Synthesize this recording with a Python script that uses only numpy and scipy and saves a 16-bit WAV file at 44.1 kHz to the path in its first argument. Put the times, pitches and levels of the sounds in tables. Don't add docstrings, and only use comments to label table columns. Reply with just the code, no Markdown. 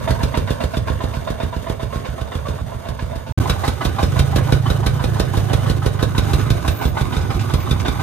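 import sys
import numpy as np
from scipy import signal
from scipy.fft import rfft, irfft, next_fast_len
from scipy.io import wavfile

SR = 44100
rng = np.random.default_rng(int(sys.argv[2]) if len(sys.argv) > 2 else 0)


def to_wav(sig):
    pcm = np.clip(np.atleast_2d(sig), -1, 1) * 32767
    pcm = np.round(pcm).astype(np.int16)
    wavfile.write(sys.argv[1], SR, pcm.T)


N = 353682

SILENT_S, STUTTER_S, STUTTER_END_S, RESUME_S = 3.3240, 3.3746, 3.3890, 3.3978
CUTOFF_HZ = 15795

# start_s, end_s, level_db
SIZZLE_TIMES = [(6.694, 6.923, -38), (7.56, 7.65, -40)]
SIZZLE_HZ, SIZZLE_WIDTH_HZ = 14230, 1100

WIND_STILL_DB, WIND_MOVING_DB, WIND_GROWS_DB_PER_S = -48, -35.5, 2.5

# time_s, level_db
BIKE_LEVEL = [(0, -18.5), (.5, -63), (3.3, -37), (3.6, -48), (3.95, -24.5), (4.06, -17), (4.3, -17),
              (4.93, -17), (5.34, -20.5), (5.58, -17), (5.96, -22), (6.25, -19.5), (6.45, -18), (6.68, -31),
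              (7.39, -19.5), (7.7, -29), (8.02, -25)]
# time_s, firings_per_s
BIKE_FIRING_RATE = [(0, 11.4), (3.3, 11.4), (3.4, 18.3), (3.6, 20.1), (3.95, 21.0), (4.08, 23.3),
                    (4.3, 28.6), (4.44, 27.5), (4.71, 27.1), (4.88, 27.65), (5.41, 25.0), (6.32, 25.05),
                    (6.5, 24.3), (6.8, 21.4), (7.21, 17.1), (8.02, 17.3)]
# pitch_hz, width_hz, level_db
SILENCER_MODES = [(83, 13, -10.5), (94.8, 22, 2), (139, 36, -2), (263, 23, -30)]
BIKE_ROUGH = .13
RASP_DB, RASP_FALL_S = -11.5, .013

# time_s, level_db
TRUCK_NEARNESS = [(0, 2.5), (.8, -1.5), (1.7, -3.5), (2.2, -3), (3.3, -5), (3.39, 10.5), (3.46, 5.5),
                  (3.7, 0.5), (4.1, 5.5), (4.8, 3), (5.7, 4.5), (6.0, 0), (6.35, 6), (6.75, 2), (7.1, 2.5),
                  (8.02, 3)]
# pitch_hz, density_db_per_hz
CLATTER_BODY_COLOUR = [(150, -30), (250, -41), (500, 12.5), (1000, -10), (1600, -6), (2500, -10)]
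# pitch_hz, density_db_per_hz
CLATTER_TREBLE_COLOUR = [(1060, 13), (1800, -1), (3680, 4), (5580, -5.5), (6870, 0.5), (7450, -14),
                         (8230, 3), (10600, -5.5), (12900, -7.5), (14300, -7), (15600, -40)]
# pitch_hz, density_db_per_hz
RUMBLE_COLOUR = [(25, -45), (45, -37), (70, 2), (120, -3.5), (200, -18), (300, -32)]
CLATTER_DB, TREBLE_DB = -29.5, -37.5
TREBLE_FOLLOWS = 0.95
CONTACTS_PER_S = 2500
RUMBLE_ABOVE_DB = 9
RUMBLE_BETWEEN_DB, RUMBLE_FALL_S = -3.5, 0.053

# start_s, level_db, fall_s, centre_hz
RATTLING_BURSTS = [(1.998, -6, .006, 1400), (2.055, -8, .03, 1500), (4.08, -8, 0.011, 2200),
                   (4.119, -4, 0.011, 1600), (4.305, -5, .015, 1700), (4.447, -6, 0.011, 1798),
                   (5.146, -9, .01, 2000), (6.22, -5, .04, 1200), (6.39, -6, .04, 1300),
                   (6.617, -8, 0.0082, 3990), (7.18, -3, .02, 1100), (7.2094, -8, .015, 3600),
                   (7.392, 2, .012, 2100), (7.409, -7, .012, 2800), (7.485, -4, .015, 1000),
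                   (7.6, -7, 0.031, 1903), (7.796, 0, .015, 2205), (7.86, -4, 0.014, 3200)]
BURST_DB, BURST_SPREAD = -20, .45

# knock_s, knock_db, low_ring_db, high_ring_hz, high_ring_db,
# blast_s, hiss_db, pop_db, clink_hz, clink_db
DIESEL_FIRINGS = [(0.075, -9, -19, 940.0, -20, 0.1058, -19, -19.5, 4400, -32.0),
                  (0.204, -15, -38, 920.0, -26, 0.2323, -17.5, -16, 4120, -21),
                  (0.34, -7.5, -19, 948, -21, 0.3731, -18.5, -14, 3860, -33.0),
                  (0.473, -11, -32, 990.0, -27, 0.5046, -21, -15.5, 3550, -31),
                  (0.602, -11, -20, 972, -27, 0.6377, -23.5, -19.5, 3750.0, -33.0),
                  (0.735, -14.5, -18.5, 970.0, -29.5, 0.7694, -22, -17.5, 3510.0, -27),
                  (0.872, -11.5, -24, 1068, -31, 0.8998, -30, -20.5, 3570.0, -36.0),
                  (1.005, -13.5, -23, 1004, -24, 1.0378, -27, -20.5, 3680.0, -32),
                  (1.138, -18, -25, 945, -29, 1.1683, -36, -29, 3400, -44.0),
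                  (1.273, -14, -17, 999, -25, 1.3023, -26.5, -21.0, 3610.0, -39),
                  (1.401, -13, -19.5, 889, -31, 1.4318, -27.5, -20.5, 3930.0, -40.0),
                  (1.528, -16.5, -23, 991, -26, 1.5634, -30.5, -22.5, 3830.0, -41.0),
                  (1.666, -17.5, -25, 990.0, -27.5, 1.698, -26, -17.5, 3490.0, -38.0),
                  (1.796, -17.5, -22.5, 1000.0, -31, 1.8292, -31, -24.0, 3400.0, -37.0),
                  (1.926, -16, -35, 1073, -29, 1.9567, -34.0, -25.5, 3830.0, -39.0),
                  (2.047, -16, -35, 1097, -34, 2.0858, -42, -31.0, 3400.0, -45.0),
                  (2.181, -22, -23, 1059, -35, 2.2136, -29.5, -25.5, 3694, -35),
                  (2.318, -17, -35, 992, -30.5, 2.3519, -28.5, -24.5, 3410.0, -33),
                  (2.455, -18.5, -37, 1150.0, -30.5, 2.4853, -27.5, -26.5, 3570.0, -34),
                  (2.585, -25, -34, 1128, -37, 2.6116, -47, -34.0, 3730, -41.0),
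                  (2.719, -25, -32, 990.0, -33, 2.7453, -43.0, -35.0, 3630.0, -46.0),
                  (2.853, -18, -26, 1090.0, -37, 2.8869, -27, -27.5, 3660, -34.0),
                  (2.99, -18, -32, 1020.0, -33.5, 3.0227, -32, -27.0, 3600, -43.0),
                  (3.128, -24, -24.5, 990.0, -35, 3.1573, -29.5, -27.5, 3800.0, -42.0),
                  (3.265, -22.5, -36, 890.0, -33, 3.2908, -43, -35.0, 3440, -45.0),
                  (3.456, -20, -26, 1010.0, -26, 3.4973, -11.5, -12.0, 3920.0, -19),
                  (3.636, -7, -18, 1070.0, -27, 3.6787, -14.5, -15.0, 3880.0, -27.0),
                  (3.809, -8.5, -22, 1150.0, -24, 3.8513, -15.5, -14.0, 3634, -26.0),
                  (3.985, -7.5, -21, 1000.0, -22, 4.0289, -17.5, -14.5, 3585, -35),
                  (4.16, -15, -28, 1020.0, -27, 4.1921, -11.5, -13.5, 3630.0, -22.5),
                  (4.325, -17, -23.5, 900.0, -28, 4.36, -14, -13, 3660, -24),
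                  (4.486, -19, -32, 980.0, -24.5, 4.523, -14, -10.5, 3860, -21),
                  (4.658, -12, -24, 1090.0, -26, 4.7019, -18, -16, 3910.0, -21),
                  (4.83, -16, -26, 970.0, -28, 4.8639, -13.5, -17.0, 3900.0, -21.0),
                  (4.994, -14, -34, 970.0, -25, 5.0405, -19.5, -15.0, 3690, -27.0),
                  (5.159, -16.5, -32, 921, -26.5, 5.1985, -13.5, -11.5, 3580.0, -26.0),
                  (5.337, -15.5, -31, 1040.0, -30.5, 5.3715, -19.5, -17.0, 3720.0, -27.0),
                  (5.498, -12, -25, 970.0, -30, 5.5326, -15.0, -14.5, 3770.0, -26),
                  (5.66, -10, -30, 1130.0, -29, 5.6982, -18, -15.5, 4010.0, -31.0),
                  (5.82, -17.0, -33, 1283, -29.5, 5.8609, -16, -13.5, 3826, -28),
                  (5.99, -11, -37, 1010.0, -33, 6.0268, -15.0, -10.0, 3780.0, -26),
                  (6.148, -14, -29, 970.0, -29, 6.1801, -13, -14.0, 3800, -21.5),
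                  (6.299, -17, -28, 867, -33, 6.3342, -15.5, -16, 4190.0, -28.0),
                  (6.455, -16, -34, 1270.0, -33, 6.5035, -15.5, -15, 4080.0, -24.0),
                  (6.646, -15, -29, 959, -32, 6.6796, -13.5, -19.0, 3740.0, -25),
                  (6.812, -8, -25, 870.0, -28, 6.853, -21, -16, 3430.0, -28.0),
                  (6.969, -7, -22.5, 900.0, -23.5, 7.01, -22, -23, 3557, -25.0),
                  (7.122, -8.5, -29, 871, -31, 7.1662, -22.5, -22.0, 3700.0, -25),
                  (7.303, -10.5, -29, 1071, -30.5, 7.3451, -28, -30, 3830.0, -37.0),
                  (7.498, -12, -28, 870.0, -28, 7.538, -16.5, -13.5, 4180.0, -28.0),
                  (7.67, -16, -37, 1091, -30.5, 7.7106, -17.5, -17.5, 3590.0, -18.5),
                  (7.849, -6.5, -24.5, 870.0, -35, 7.8816, -20, -18.0, 3630.0, -19.5),
                  (7.995, -10, -27, 940.0, -30, 8.036, -40.0, -40.0, 3790.0, -40.0)]
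SCATTER_DB = 2

# pitch_hz, level_db, t60_s
PIPE_MODES = [(52, 5, 0.2), (67.2, 3.5, 0.15), (80.8, 1.5, 0.35), (98.9, -3.5, 0.6), (132.8, 6.5, 0.059),
              (186, -10, 0.033)]
# pitch_hz, level_db, t60_s
MOUTH_MODES = [(345, 11.5, 0.018), (477.7, 17.5, 0.05), (580, 9, .03)]
# pitch_hz, density_db_per_hz
BLAST_HISS_COLOUR = [(300, -39), (1000, 3.5), (2200, -3.5), (3100, -2.5), (3800, 3), (4600, -5),
                     (7000, -11.5), (10000, -7.5), (15700, -25.5)]
HISS_RISE_S, POP_DB = .0025, -6
THUMP_DB, THUMP_FOLLOWS = -16.5, 0.22
RETURN_S, RETURN_DB = 0.01857, -3
# pitch_hz, level_db against the clink
UNDERTONES = [(1420, -5.5), (2480, -12)]
CLINK_DB, CLINK_RISE_S, CLINK_FALL_S = 9, 0.00096, .005
CLINK_WANDER = .04
CLANK_LOW_HZ, CLANK_HIGH_HZ, CLANK_DB, CLANK_FALL_S = 900, 5200, -4.5, .007

TICK_DB, RATTLE_DB, RATTLE_FALL_S = -16, -19.5, 0.026
LOW_RING_FAR_HZ, LOW_RING_NEAR_HZ = 644.7, 782.5
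RING_DB, RING_RISE_S, RING_FALL_S = 14.5, .003, .011
RING_WANDER = 0.00801
RING_ROUGH_FAR, RING_ROUGH_NEAR = .45, 1.2

# pitch_hz, width_hz, level_db
BODY_FAR_MODES = [(227, 36, 5), (449, 80, 6.5), (545, 74, 11), (643.5, 60, 12), (938, 120, 4.5),
                  (1110, 126, -1.5), (1399, 60, -4), (1700, 200, -9), (2210, 340, -11), (2792, 32, -9),
                  (3640, 69, -6.5)]
# pitch_hz, width_hz, level_db
BODY_NEAR_MODES = [(243, 65, 2.5), (340, 127, 6), (465, 167, 4), (598, 90, 6.5), (779, 90, 1),
                   (997, 71, -2.5), (1213, 70, -5.5), (1476, 70, -4.5), (1710, 220, -11), (2050, 115, -11),
                   (3007, 90, -12), (3680, 120, -16), (4760, 77, -24)]
# delay_s, level_db
REFLECTIONS = [(.006, -16), (.013, -14.5), (0.024, -16.5), (.041, -17)]
TAIL_DB, TAIL_T60_S = -12.5, .18
# time_s, nominal_first_notch_hz, strength_0_to_1
WET_TRACK = [(0, 820, 0.43), (3.3, 846, 0.37), (3.4, 661.4, 0.23), (5.6, 715, 0.06), (6.2, 683, 0.34),
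             (8.02, 626, 0.57)]

# pitch_hz, likeness_0_to_1
CHANNEL_LIKENESS = [(60, .8), (250, .6), (450, .55), (1000, .7), (2000, .5), (3600, .65), (5000, .3),
                    (9000, .4), (11000, .5), (12800, .86)]
# pitch_hz, level_db
PORT_TILT = [(40, -3), (70, -6.5), (130, -4), (250, -6), (460, -15), (760, -4), (1300, -4), (3000, -2),
             (4000, -3), (5000, 2), (6000, 4), (7500, -3.5), (9000, -2), (11500, -1)]
# pitch_hz, phase_rad
PORT_LEAD = [(130, -.4), (350, -.7), (450, -1.5), (560, -3.9), (1000, -5.3), (1700, -6.1), (3500, -5.1),
             (5300, -3.1), (7200, -.7), (8300, 3), (10500, 2.8), (12400, 0)]


def amp(db):
    return 10 ** (np.asarray(db) / 20)


def rms_one(x):
    return x / np.sqrt(np.mean(x ** 2) + 1e-20)


def in_time(rows):
    time_s, *columns = np.transpose(rows)
    return [np.interp(np.arange(N) / SR, time_s, column) for column in columns]


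def at_hz(points, hz):
    point_hz, values = np.array(points).T
    return np.interp(np.log(hz), np.log(point_hz), values)


def close_behind():
    return np.arange(N) >= SILENT_S * SR


def held(s, values):
    return values[np.maximum(np.searchsorted(s * SR, np.arange(N)) - 1, 0)]


def drift(rate_hz):
    r = np.exp(-80 * np.pi * rate_hz / SR)
    noise = rng.standard_normal(N // 40 + 2002)
    slow = signal.lfilter([1], [1, -2 * r, r * r], noise)[2000:]
    return np.interp(np.arange(N) / 40, np.arange(len(slow)), rms_one(slow))


def clicks(s, db):
    out = np.full(N, 1e-18)
    out[np.minimum((np.asarray(s) * SR).astype(int), N - 1)] = amp(db)
    return out


def swell(train, rise_s, fall_s):
    up, down = np.exp(-1 / (rise_s * SR)), np.exp(-1 / (fall_s * SR))
    decays = signal.lfilter([1], [1, -down], train)
    return signal.lfilter([1 - up], [1, -up], decays)


def ring(x, modes, crest):
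    out = 0
    for hz, level_db, t60_s in modes:
        r, w = amp(-60 / (t60_s * SR)), 2 * np.pi * hz / SR
        start = [1, -r * np.cos(w)] if crest else [0, np.sin(w)]
        out = out + amp(level_db) * signal.lfilter(start, [1, -2 * r * np.cos(w), r * r], x)
    return out


def resonate(x, peaks, uneven_db=0):
    out = 0
    for k, (hz, width_hz, level_db) in enumerate(peaks):
        r = np.exp(-np.pi * width_hz / SR)
        poles = [1, -2 * r * np.cos(2 * np.pi * hz / SR), r * r]
        drive = amp(level_db + uneven_db * drift(19.0)) if uneven_db else amp(level_db)
        out = out + (-1) ** k * (1 - r * r) / 2 * signal.lfilter([1, 0, -1], poles, drive * x)
    return out


def tone(hz, wander, rough=0):
    phase = 2 * np.pi * np.cumsum(hz * (1 + wander * drift(4))) / SR
    return np.sin(phase + rough * drift(106))


def stereo_noise(spectrum, grains_per_s=None):
    size = next_fast_len(N)
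    hz = np.maximum(np.arange(size // 2 + 1) * SR / size, 1)
    white = rng.standard_normal((2, size))
    if grains_per_s:
        struck = rng.random((2, size)) < grains_per_s / SR
        white = white * struck * amp(3.0 * np.minimum(rng.exponential(1, (2, size)), 5))
    mid, side = rfft(white)
    alike = np.clip(at_hz(CHANNEL_LIKENESS, hz), 0, 1)
    both = np.sqrt(1 + alike) * mid + np.sqrt(1 - alike) * side * [[1], [-1]]
    inside = (hz > spectrum[0][0]) & (hz < spectrum[-1][0])
    return rms_one(irfft(both * amp(at_hz(spectrum, hz)) * inside, size)[:, :N])


def echoes(x):
    out, dull = np.tile(x, (2, 1)), signal.lfilter([.5], [1, -.5], x)
    for delay_s, level_db in REFLECTIONS:
        for side, stretch in enumerate((.85, 1.2)):
            lag = int(delay_s * stretch * SR)
            out[side, lag:] += amp(level_db) * dull[:-lag]
    return out


def sizzle():
    t = np.arange(N) / SR
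    gate = sum(amp(db) * np.clip(np.minimum(t - start, end - t) / 0.022, 0, 1)
               for start, end, db in SIZZLE_TIMES)
    band = [(SIZZLE_HZ, SIZZLE_WIDTH_HZ, 0)]
    narrow = resonate(resonate(rng.standard_normal(N), band), band)
    return rms_one(narrow) * gate * amp(2.3 * drift(50))


def wind():
    moving_s = np.arange(N) / SR - SILENT_S
    level_db = np.where(moving_s < 0, WIND_STILL_DB, WIND_MOVING_DB + WIND_GROWS_DB_PER_S * moving_s)
    band = signal.butter(2, [28, 380], "band", fs=SR, output="sos")
    low = signal.sosfilt(band, rng.standard_normal((2, N)))
    return rms_one(low) * amp(level_db + 2.2 * np.array([drift(4.8), drift(1.7)]))


def bike():
    (per_s,), (level_db,) = in_time(BIKE_FIRING_RATE), in_time(BIKE_LEVEL)
    turns = np.cumsum(per_s) / SR + .2 * BIKE_ROUGH * drift(9)
    fired = np.diff(np.floor(np.maximum.accumulate(turns)), prepend=0) > 0
    strength = amp(8 * BIKE_ROUGH * rng.standard_normal(N))
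    puffs = swell(fired * strength + 1e-18, 0.00035, 0.0011)
    exhaust_note = rms_one(resonate(puffs, SILENCER_MODES)) * amp(level_db + 5.5)
    gas = stereo_noise([(300, -2), (600, -3), (1300, 1), (2000, -8), (3500, -20)])
    rasp = gas * swell(fired * strength ** 3 + 1e-18, .003, RASP_FALL_S)
    return echoes(exhaust_note) + rasp * amp(level_db + RASP_DB)


def rumble(body_db):
    blast_s = np.transpose(DIESEL_FIRINGS)[5]
    low = stereo_noise(RUMBLE_COLOUR) * amp(body_db + RUMBLE_ABOVE_DB + 2 * drift(5))
    return low * (amp(RUMBLE_BETWEEN_DB) + swell(clicks(blast_s, 0), 0.0073, RUMBLE_FALL_S))


def clatter():
    near_db, = in_time(TRUCK_NEARNESS)
    body_db, treble_db = CLATTER_DB + near_db, TREBLE_DB + TREBLE_FOLLOWS * near_db
    lumps = amp(2.0 * drift(25))
    contacts = stereo_noise([(150, 6.2), (6000, 1.7)], grains_per_s=CONTACTS_PER_S)
    force = contacts * amp(body_db + 8.0) * lumps
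    body = stereo_noise(CLATTER_BODY_COLOUR) * amp(body_db - 9.0 + 4.3 * drift(5.3))
    treble = stereo_noise(CLATTER_TREBLE_COLOUR, grains_per_s=16000) * amp(treble_db + 0.5) * lumps
    return force, body + treble + rumble(body_db)


def rattling_bursts():
    out, grains = np.zeros((2, N + SR)), stereo_noise([(200, 0), (9000, -3)], grains_per_s=6000)
    t = np.arange(SR // 5) / SR
    for s, level_db, fall_s, hz in RATTLING_BURSTS:
        start = int(s * SR)
        shape = (1 - np.exp(-t / 0.0027)) * np.exp(-t / fall_s)
        band = signal.butter(1, [hz / (1 + BURST_SPREAD), hz * (1 + BURST_SPREAD)], "band", fs=SR)
        part = grains[:, start:start + len(t)]
        length = part.shape[1]
        burst = rms_one(signal.lfilter(*band, part)) * shape[:length]
        out[:, start:start + length] += amp(BURST_DB + level_db) * burst
    return out[:, :N]


def clank(count=6):
    s, hiss_db = np.transpose(DIESEL_FIRINGS)[5:7]
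    place, late, chance = rng.random((3, len(s), count))
    range_share = (np.arange(count) + place) / count
    pitches_hz = CLANK_LOW_HZ * (CLANK_HIGH_HZ / CLANK_LOW_HZ) ** range_share
    out = 0
    for hz, lag, less in zip(pitches_hz.T, late.T, chance.T):
        strikes = clicks(s + .009 * lag, hiss_db + CLANK_DB - 12 * less)
        sine = np.sin(2 * np.pi * np.cumsum(held(s, hz)) / SR)
        out = out + sine * swell(strikes, 0.0013, CLANK_FALL_S)
    return out


def clink():
    s, _, _, hz, level_db = np.transpose(DIESEL_FIRINGS)[5:]
    level_db = level_db + CLINK_DB
    out = tone(held(s, hz), 0) * swell(clicks(s, level_db), CLINK_RISE_S, CLINK_FALL_S)
    uneven_db = 2 * SCATTER_DB * rng.standard_normal((len(s), len(UNDERTONES)))
    for (under_hz, under_db), chance_db in zip(UNDERTONES, uneven_db.T):
        strikes = clicks(s, level_db + under_db + chance_db)
        out = out + tone(under_hz, CLINK_WANDER) * swell(strikes, CLINK_RISE_S, CLINK_FALL_S)
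    return out


def exhaust():
    s, hiss_db, pop_db = np.transpose(DIESEL_FIRINGS)[5:8]
    scatter_db = SCATTER_DB * rng.standard_normal(len(s))
    near_db = np.interp(s, *np.transpose(TRUCK_NEARNESS))
    thump_db = THUMP_DB + THUMP_FOLLOWS * pop_db + (1 - THUMP_FOLLOWS) * near_db + scatter_db / 2
    pop = ring(swell(clicks(s + 0.002, pop_db + POP_DB - 16.0), 0.00063, 0.0011), MOUTH_MODES, crest=True)
    push = clicks(s + 0.0028, thump_db - 24.5) + clicks(s + RETURN_S, thump_db - 27.5 + RETURN_DB)
    thump = -ring(swell(push, 0.00015, 0.00052), PIPE_MODES, crest=False)
    jet = clicks(s - .0025, hiss_db - 2.5)
    puff = swell(jet, HISS_RISE_S, 0.0079) + amp(-1.5) * swell(jet, HISS_RISE_S, 0.016)
    hiss = stereo_noise(BLAST_HISS_COLOUR) * puff
    shake = stereo_noise([(200, 18.0), (6000, 3.6)], grains_per_s=2500) * swell(jet, 0.0008, 0.0069)
    return amp(9) * shake, echoes(pop + thump + clink() + clank()) + hiss


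def block_rings():
    s, _, low_db, high_hz, high_db = np.transpose(DIESEL_FIRINGS)[:5]
    near = close_behind()
    low_hz = np.where(near, LOW_RING_NEAR_HZ, LOW_RING_FAR_HZ)
    rough = np.where(near, RING_ROUGH_NEAR, RING_ROUGH_FAR)
    out = 0
    for hz, level_db in ((low_hz, low_db), (held(s, high_hz), high_db)):
        envelope = swell(clicks(s - .002, level_db + RING_DB), RING_RISE_S, RING_FALL_S)
        out = out + tone(hz, RING_WANDER, rough) * envelope
    return echoes(out)


def knocks():
    s, knock_db = np.transpose(DIESEL_FIRINGS)[:2]
    tick_db = knock_db + TICK_DB + SCATTER_DB * rng.standard_normal(len(s))
    clacks = stereo_noise([(200, -5), (650, -5.5), (1000, -4.5), (1500, 1.0), (6000, -0.5)], grains_per_s=11000)
    force = clacks * swell(clicks(s - .001, knock_db + 5.5), .0025, 0.02)
    force = force + swell(clicks(s - .001, knock_db + 11), .0001, 0.000096)
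    tick = stereo_noise([(1500, 6), (2600, 0.5), (4200, 9.5), (5500, -1.0), (9000, 2.0), (15700, -14)])
    tick = tick * swell(clicks(s - .002, tick_db), 0.023, 0.025)
    rattle = stereo_noise([(1400, 1), (2200, 0), (4000, 0), (4700, -26)], grains_per_s=17000)
    rattle = rattle * swell(clicks(s, knock_db + RATTLE_DB), 0.0024, RATTLE_FALL_S)
    return force, block_rings() + rattle + tick


def bodywork(force):
    near = resonate(force, BODY_NEAR_MODES, uneven_db=3)
    far = resonate(force, BODY_FAR_MODES, uneven_db=2.5)
    return np.where(close_behind(), near, far)


def trees(x):
    t = np.arange(SR // 2) / SR
    tail = rng.standard_normal((2, len(t))) * amp(-60 * t / TAIL_T60_S) * (1 - np.exp(-t / 0.0096))
    tail = signal.sosfilt(signal.butter(1, [350, 2500], "band", fs=SR, output="sos"), tail)
    tail = tail / np.sqrt(np.sum(tail ** 2, 1, keepdims=True))
    return x + amp(TAIL_DB) * signal.fftconvolve(x, tail, axes=1)[:, :N]


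def ground(x):
    notch_hz, strength = in_time(WET_TRACK)
    dull = signal.lfilter([.25], [1, -.75], x)
    earlier = np.arange(N) - SR / (2 * notch_hz)
    delayed = np.array([np.interp(earlier, np.arange(N), side) for side in dull])
    return x + np.clip(strength, 0, 1) * delayed


def scene():
    forces, airborne = np.sum([clatter(), exhaust(), knocks()], axis=0)
    truck = bodywork(forces) + airborne
    return sizzle() + wind() + bike() + ground(trees(truck + rattling_bursts()))


def record(dry):
    size = next_fast_len(N + 4096)
    hz = np.maximum(np.arange(size // 2 + 1) * SR / size, 1)
    left_port = amp(at_hz(PORT_TILT, hz)) * np.exp(1j * at_hz(PORT_LEAD, hz))
    x = np.array([irfft(rfft(dry[0], size) * left_port, size)[:N], dry[1]])
    x = signal.sosfilt(signal.butter(3, 31, "high", fs=SR, output="sos"), x)
    silent, stutter, end, resume = (round(s * SR) for s in (SILENT_S, STUTTER_S, STUTTER_END_S, RESUME_S))
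    x[:, resume:resume + 150] *= np.linspace(0, 1, 150)
    x[:, silent:resume] = 0
    x[:, stutter:end] = x[:, resume:resume + end - stutter]
    rounded = 1.043 * np.tanh(x / 2.126)
    return signal.sosfilt(signal.cheby2(24, 45, CUTOFF_HZ, fs=SR, output="sos"), rounded)


dry = scene()
out = record(dry)
to_wav(out)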